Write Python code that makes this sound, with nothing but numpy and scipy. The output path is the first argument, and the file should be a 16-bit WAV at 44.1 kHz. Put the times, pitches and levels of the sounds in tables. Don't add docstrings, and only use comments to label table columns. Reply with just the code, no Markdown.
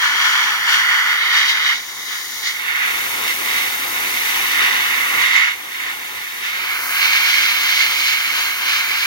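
import sys
import numpy as np
from scipy import signal
from scipy.fft import rfft, irfft, next_fast_len
from scipy.io import wavfile
from scipy.ndimage import uniform_filter1d, map_coordinates

SR = 44100
rng = np.random.default_rng(int(sys.argv[2]) if len(sys.argv) > 2 else 0)


def wav_out(sig):
    wavfile.write(sys.argv[1], SR, np.round(np.clip(np.atleast_2d(sig).T, -1, 1) * 32767).astype(np.int16))


N = 399543


def amp(db):
    return 10 ** (np.asarray(db) / 20)


def along(points, hz):
    point_hz, value = np.transpose(points)
    return np.interp(np.log(hz + 1), np.log(point_hz + 1), value)


def curves(rows):
    seconds, *columns = np.transpose(rows)
    t = np.arange(N) / SR
    return [np.interp(t, seconds, column) for column in columns]


def wobble(rate_hz):
    knots = rng.standard_normal(int(N * rate_hz / SR) + 4)
    return map_coordinates(knots, [np.arange(N) * rate_hz / SR])


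def filtered(x, response):
    padded = next_fast_len(N + 8192)
    hz = np.fft.rfftfreq(padded, 1 / SR)
    return irfft(rfft(x, padded) * response(hz), padded)[..., :N]


def bell(hz, centre_hz, width_hz):
    return np.exp(-.5 * ((hz - centre_hz) / width_hz) ** 2)


def resonances(rows, hz):
    return amp(sum(np.outer([left_db, right_db], bell(hz, centre_hz, width_hz))
                   for centre_hz, width_hz, left_db, right_db in rows))


# frequency in Hz, coherence from 0 to 1.
PORT_LIKENESS = [(60, .97), (300, .93), (450, .8), (600, .87), (760, .6), (950, .97), (1600, .92),
                 (3200, .8), (5000, .55), (9000, .25), (15000, .1)]


def turbulence(spectrum):
    def shared_and_apart(hz):
        turn = np.arccos(np.clip(along(PORT_LIKENESS, hz), 0, 1)) / 2
        return amp(along(spectrum, hz)) * [np.cos(turn), np.sin(turn)]
    shared, apart = filtered(rng.standard_normal((2, N)), shared_and_apart)
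    return np.array([shared + apart, shared - apart])


# start in seconds, end in seconds.
NOZZLE_MOVES = [(.56, 0.73), (1.08, 1.22), (1.74, 1.76), (2.48, 2.64), (6.5, 6.7)]


def spot_shares(t):
    reached = [np.interp(t, move, [0, 1]) for move in NOZZLE_MOVES]
    return -np.diff([np.ones(len(t)), *reached, np.zeros(len(t))], axis=0)


# frequency in Hz, gain in dB.
ROAR_SPECTRUM = [(100.0, -60), (300.0, -43), (600.0, -18.5), (900.0, -6.5), (1400.0, -0.5), (2100.0, 1.4),
                 (3200.0, 3), (4500.0, -8.5), (6800.0, -15), (7600.0, -27), (10000.0, -31), (16000.0, -32)]
# time in seconds, roar in dB, brightness in dB.
JET_AIM = [(0.02, -8.5, -1.5), (0.45, -7.5, -1.5), (0.6, -12.5, -1.5), (0.95, -8, -3.5), (1.2, -12, -3.5),
           (1.73, -15, 1), (1.82, -31, 2.5), (2.36, -30, 4.5), (2.58, -24.5, 1.5), (2.7, -15, -5),
           (3.1, -22, 3.5), (3.8, -24, 4), (4.2, -20.5, 5.5), (4.6, -13, 0.5), (5.48, -15, -5.5),
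           (5.57, -28.5, 1), (6.42, -25, 2.5), (6.68, -16, -4.5), (6.87, -16.5, -12), (7.02, -11.5, 1),
           (8.0, -17, 4.5), (8.25, -16, 0), (8.57, -17.5, -3), (9.03, -15, 0)]
SPOT_RING_DB = [-3.5, 7, 3.5, 4.5, 1, -1]


def impact_roar(sway_db, flutter_db, sputter_db):
    spot_ring_db = np.array(SPOT_RING_DB) @ spot_shares(np.arange(N) / SR)
    aimed_db = np.array([*curves(JET_AIM), spot_ring_db])
    roar_db, bright_db, ring_db = aimed_db + flares()
    flapping_db = sway_db * wobble(22) + flutter_db * wobble(90) + sputter_db * wobble(600)
    eddies = sharpened(turbulence(ROAR_SPECTRUM), bright_db, ring_db, ring_hz=2020, ring_width_hz=90)
    return amp(roar_db + flapping_db) * eddies


# time of the peak in seconds, whole length in seconds,
# added roar in dB, added brightness in dB, added ring in dB.
RIM_FLARES = [(0.277, 0.22, .5, 2.5, 1), (0.74, 0.21, 5.5, 2.5, -16), (1.382, 0.21, 2, 5, -1),
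              (1.497, 0.13, 2, 6.5, -4), (1.686, .13, 4, -1, -2), (2.15, 0.26, 10, -7.5, -7),
              (2.474, 0.15, 6.5, 3.5, 2), (2.841, 0.24, 6.5, -4, -2), (3.288, 0.19, 3, 2.5, 4.5),
              (3.576, 0.44, 6.5, -0.5, 1), (3.98, 0.2, 4.5, -3, -1), (4.623, 0.18, 2.5, -2.5, 0),
              (5.235, 0.23, 2.5, 2, 2), (5.392, 0.45, 3.5, 4.5, 5), (5.835, 0.36, 8, -3.5, 1),
              (6.469, 0.14, 5, 1.5, -0.5), (7.347, 0.31, 1, 2, 2.5), (7.77, 0.25, 1, 2.5, 1),
              (8.08, 0.29, 0.5, 4.5, 3.5), (8.395, 0.33, 1, 4.5, -2), (8.724, 0.3, 3.5, 5, -6),
              (9.01, 0.16, 0, 4, -3)]


def flares():
    peak_s, length_s, *added_db = np.transpose(RIM_FLARES)
    phase = (np.arange(N) / SR - peak_s[:, None]) / length_s[:, None]
    swell = np.cos(np.pi * np.clip(phase, -.5, .5)) ** 2
    return np.array(added_db) @ swell


def sharpened(x, bright_db, ring_db, ring_hz, ring_width_hz, size=256):
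    hz, t, z = signal.stft(x, SR, nperseg=size)
    at = np.minimum(np.round(t * SR).astype(int), N - 1)
    tilt_db = np.outer(along([(1500, 0), (5000, 1)], hz), bright_db[at])
    band_db = np.outer(bell(hz, ring_hz, ring_width_hz), ring_db[at])
    return signal.istft(z * amp(tilt_db + band_db), SR, nperseg=size)[1][:, :N]


# time in seconds, rush in dB, hiss in dB.
JET_LEVELS = [(0.02, -28, -40.5), (0.75, -28, -38.5), (1.15, -26, -39), (1.75, -31, -41), (2.2, -30, -36),
              (2.78, -29.5, -37), (2.97, -20.5, -30.5), (3.95, -23, -30), (4.4, -20.5, -28),
              (4.72, -21, -31.5), (5.22, -21.5, -31), (5.44, -32, -40), (5.85, -27.5, -38.5),
              (6.55, -30, -37.5), (6.9, -24, -29), (7.3, -27.5, -30.5), (9.03, -26.5, -32.5)]
# frequency in Hz, gain in dB.
RUSH_SPECTRUM = [(20.0, -28), (40.0, -19), (80.0, -11), (160.0, -13.5), (330.0, -1), (700.0, 5),
                 (1500.0, -2), (4000.0, -19), (12000.0, -36)]
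# frequency in Hz, gain in dB.
HISS_SPECTRUM = [(200.0, -42), (1500.0, -4), (4000.0, -0.5), (6800.0, 2), (7600.0, -7.5), (9000.0, -2.5),
                 (12000.0, 2.5), (15500.0, -1.8)]


def free_jet(rush_waver_db, hiss_waver_db):
    rush_db, hiss_db = curves(JET_LEVELS)
    rush = amp(rush_db + rush_waver_db * wobble(12)) * turbulence(RUSH_SPECTRUM)
    hiss = amp(hiss_db + hiss_waver_db * wobble(44)) * turbulence(HISS_SPECTRUM)
    return rush + hiss


# centre in Hz, width in Hz, left gain in dB, right gain in dB.
FIRST_HOLE_COLOUR = [(925, 84, 0.2, 4.5), (2570, 450, -7, -10), (3320, 180, 6, -1.5), (3730, 320, -9.9, -2),
                     (3760, 140, -1, -6), (5140, 330, -2, -13), (5910.0, 187.0, -1.5, 5.5),
                     (6450, 265.0, -1.5, -20), (11500, 470, -1, 6)]
SECOND_HOLE_COLOUR = [(2490, 370, -8, -10), (3060, 76, 0.5, -3), (3850, 260, -7.5, -9), (4670, 140, 2.5, 8),
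                      (5110.0, 330, -3, -11), (6639.0, 280, -5, -11), (7163.0, 279.0, 3, 2),
                      (8382.0, 341.0, 0, 2), (11600, 370, -3, 6)]
THIRD_HOLE_COLOUR = [(2310, 43, 0, -14), (2650, 170, -6, -9), (3060, 100, 2, -1), (3940, 107.0, 9, -2),
                     (4200, 160, -8, -1), (4500, 130, 6, 8), (5162.0, 360, 0, -4), (6600, 210, -2, -10),
                     (11600, 370, 0, 5.5)]
PLATE_EDGE_COLOUR = [(2590, 215, -4.5, -10), (3100, 150, 0.5, -4), (3600, 210, -3, 4.5), (3880, 96, 10, -9),
                     (4480, 160, 1.6, 7.5), (6250, 1700, 6, 4.5), (6350, 274.0, 1, -5),
                     (8068.0, 288.0, 0, -13), (12400, 520, -3, -2.2)]
UPPER_HOLE_COLOUR = [(2130, 92, -5, 1), (2296, 75, 5, -2.5), (3105, 112, -2.5, -14), (3550, 150, -2.5, 1),
                     (4100, 140, 0.5, -2), (4370, 240, -2, 0.5), (5070, 190, -6.5, -7.5),
                     (6430, 210, -2, -7), (6870, 190, 2, -6.5), (8400, 540, 3, -3), (10600, 260, 0, -2)]
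TUBE_COLOUR = [(1490, 120, -3, -1), (1910, 100, 4.5, -7), (2560, 540, -2, -0.3), (3370, 180, -2, -4.5),
               (4350, 195, 0.5, 6), (4800, 270, 1, -0.5), (5840, 200, -2.5, -4), (7100, 240, -2.1, -7.5),
               (9500, 1300, -3, 1.2)]
# frequency in Hz, lead in radians.
LOWER_PHASE = [(388.0, 0.5), (732.0, 3), (775.0, -0.7), (1507.0, 1.85), (1809.0, 5.5), (2283.0, 10),
               (2972.0, 8), (3316.0, 9), (3747.0, 11.5), (4048.0, 9.5), (4522.0, 11), (5039.0, 12.5),
               (7364.0, 14.5), (16000.0, 26)]
UPPER_PHASE = [(388, 0.6), (732, 3), (818, 0.5), (1150, 0.96), (1637, 3), (2153, 9), (2885, 11), (3402, 10),
               (4400, 18.5), (5600, 20), (6630, 27), (16000, 41)]
TUBE_PHASE = [(345.0, 0.5), (646.0, 2), (775.0, 1.4), (818.0, 0.0), (1938.0, 2.5), (2024.0, 0.2),
              (2369.0, 3.5), (3144.0, 4), (3531.0, 3.5), (4737.0, 7), (4780.0, 6.5), (6331.0, 8.0),
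              (7364.0, 8.5), (16000.0, 27.5)]


def spot_colour(x, size=1024):
    spots = [(FIRST_HOLE_COLOUR, LOWER_PHASE), (SECOND_HOLE_COLOUR, LOWER_PHASE),
             (THIRD_HOLE_COLOUR, LOWER_PHASE), (PLATE_EDGE_COLOUR, LOWER_PHASE),
             (UPPER_HOLE_COLOUR, UPPER_PHASE), (TUBE_COLOUR, TUBE_PHASE)]
    hz, t, z = signal.stft(x, SR, nperseg=size)
    log_colour, lead = 0, 0
    for share, (peaks, phases) in zip(spot_shares(t), spots):
        log_colour = log_colour + np.log(resonances(peaks, hz))[..., None] * share
        lead_radians = np.interp(hz, *np.transpose([(0, 0), *phases]))
        lead = lead + np.outer(np.exp(1j * lead_radians), share)

    ripple = uniform_filter1d(rng.standard_normal(z.shape), size=4, axis=1)
    ripple = uniform_filter1d(ripple, size=30, axis=2)
    depth_db = along([(500, 0.5359), (2500, 0.9786)], hz)[:, None]
    ripple_gain = amp(depth_db * ripple / ripple.std())

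    shift = np.array([np.exp(1j * np.angle(lead)), np.ones(lead.shape)])
    return signal.istft(z * ripple_gain * np.exp(log_colour) * shift, SR, nperseg=size)[1][:, :N]


def scene():
    jet = free_jet(rush_waver_db=1.5, hiss_waver_db=0.4)
    roar = impact_roar(sway_db=0.71, flutter_db=0.38, sputter_db=0.3)
    return spot_colour(jet + roar)


# centre in Hz, width in Hz, left gain in dB, right gain in dB.
PORT_RESONANCES = [(505, 153, -9.5, -5.5), (800, 107, 1.56, -17), (1605, 167, 7, 3.5),
                   (2191, 208, -1.5, 11.5), (5940, 190, -0.5, 3), (7500, 120, -5, 1.5),
                   (8280, 3380, 6.5, 3), (15650, 2000, 10.5, 0)]
# gain in dB, left and then right.
PORT_SENSITIVITY_DB = [
    [1.0],
    [1.5],
]
BAND_LIMIT_HZ = 15950


def record(dry):
    def port_response(hz):
        return amp(PORT_SENSITIVITY_DB) * resonances(PORT_RESONANCES, hz) * (hz < BAND_LIMIT_HZ)
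    return filtered(dry, port_response)


dry = scene()
out = record(dry)
wav_out(out)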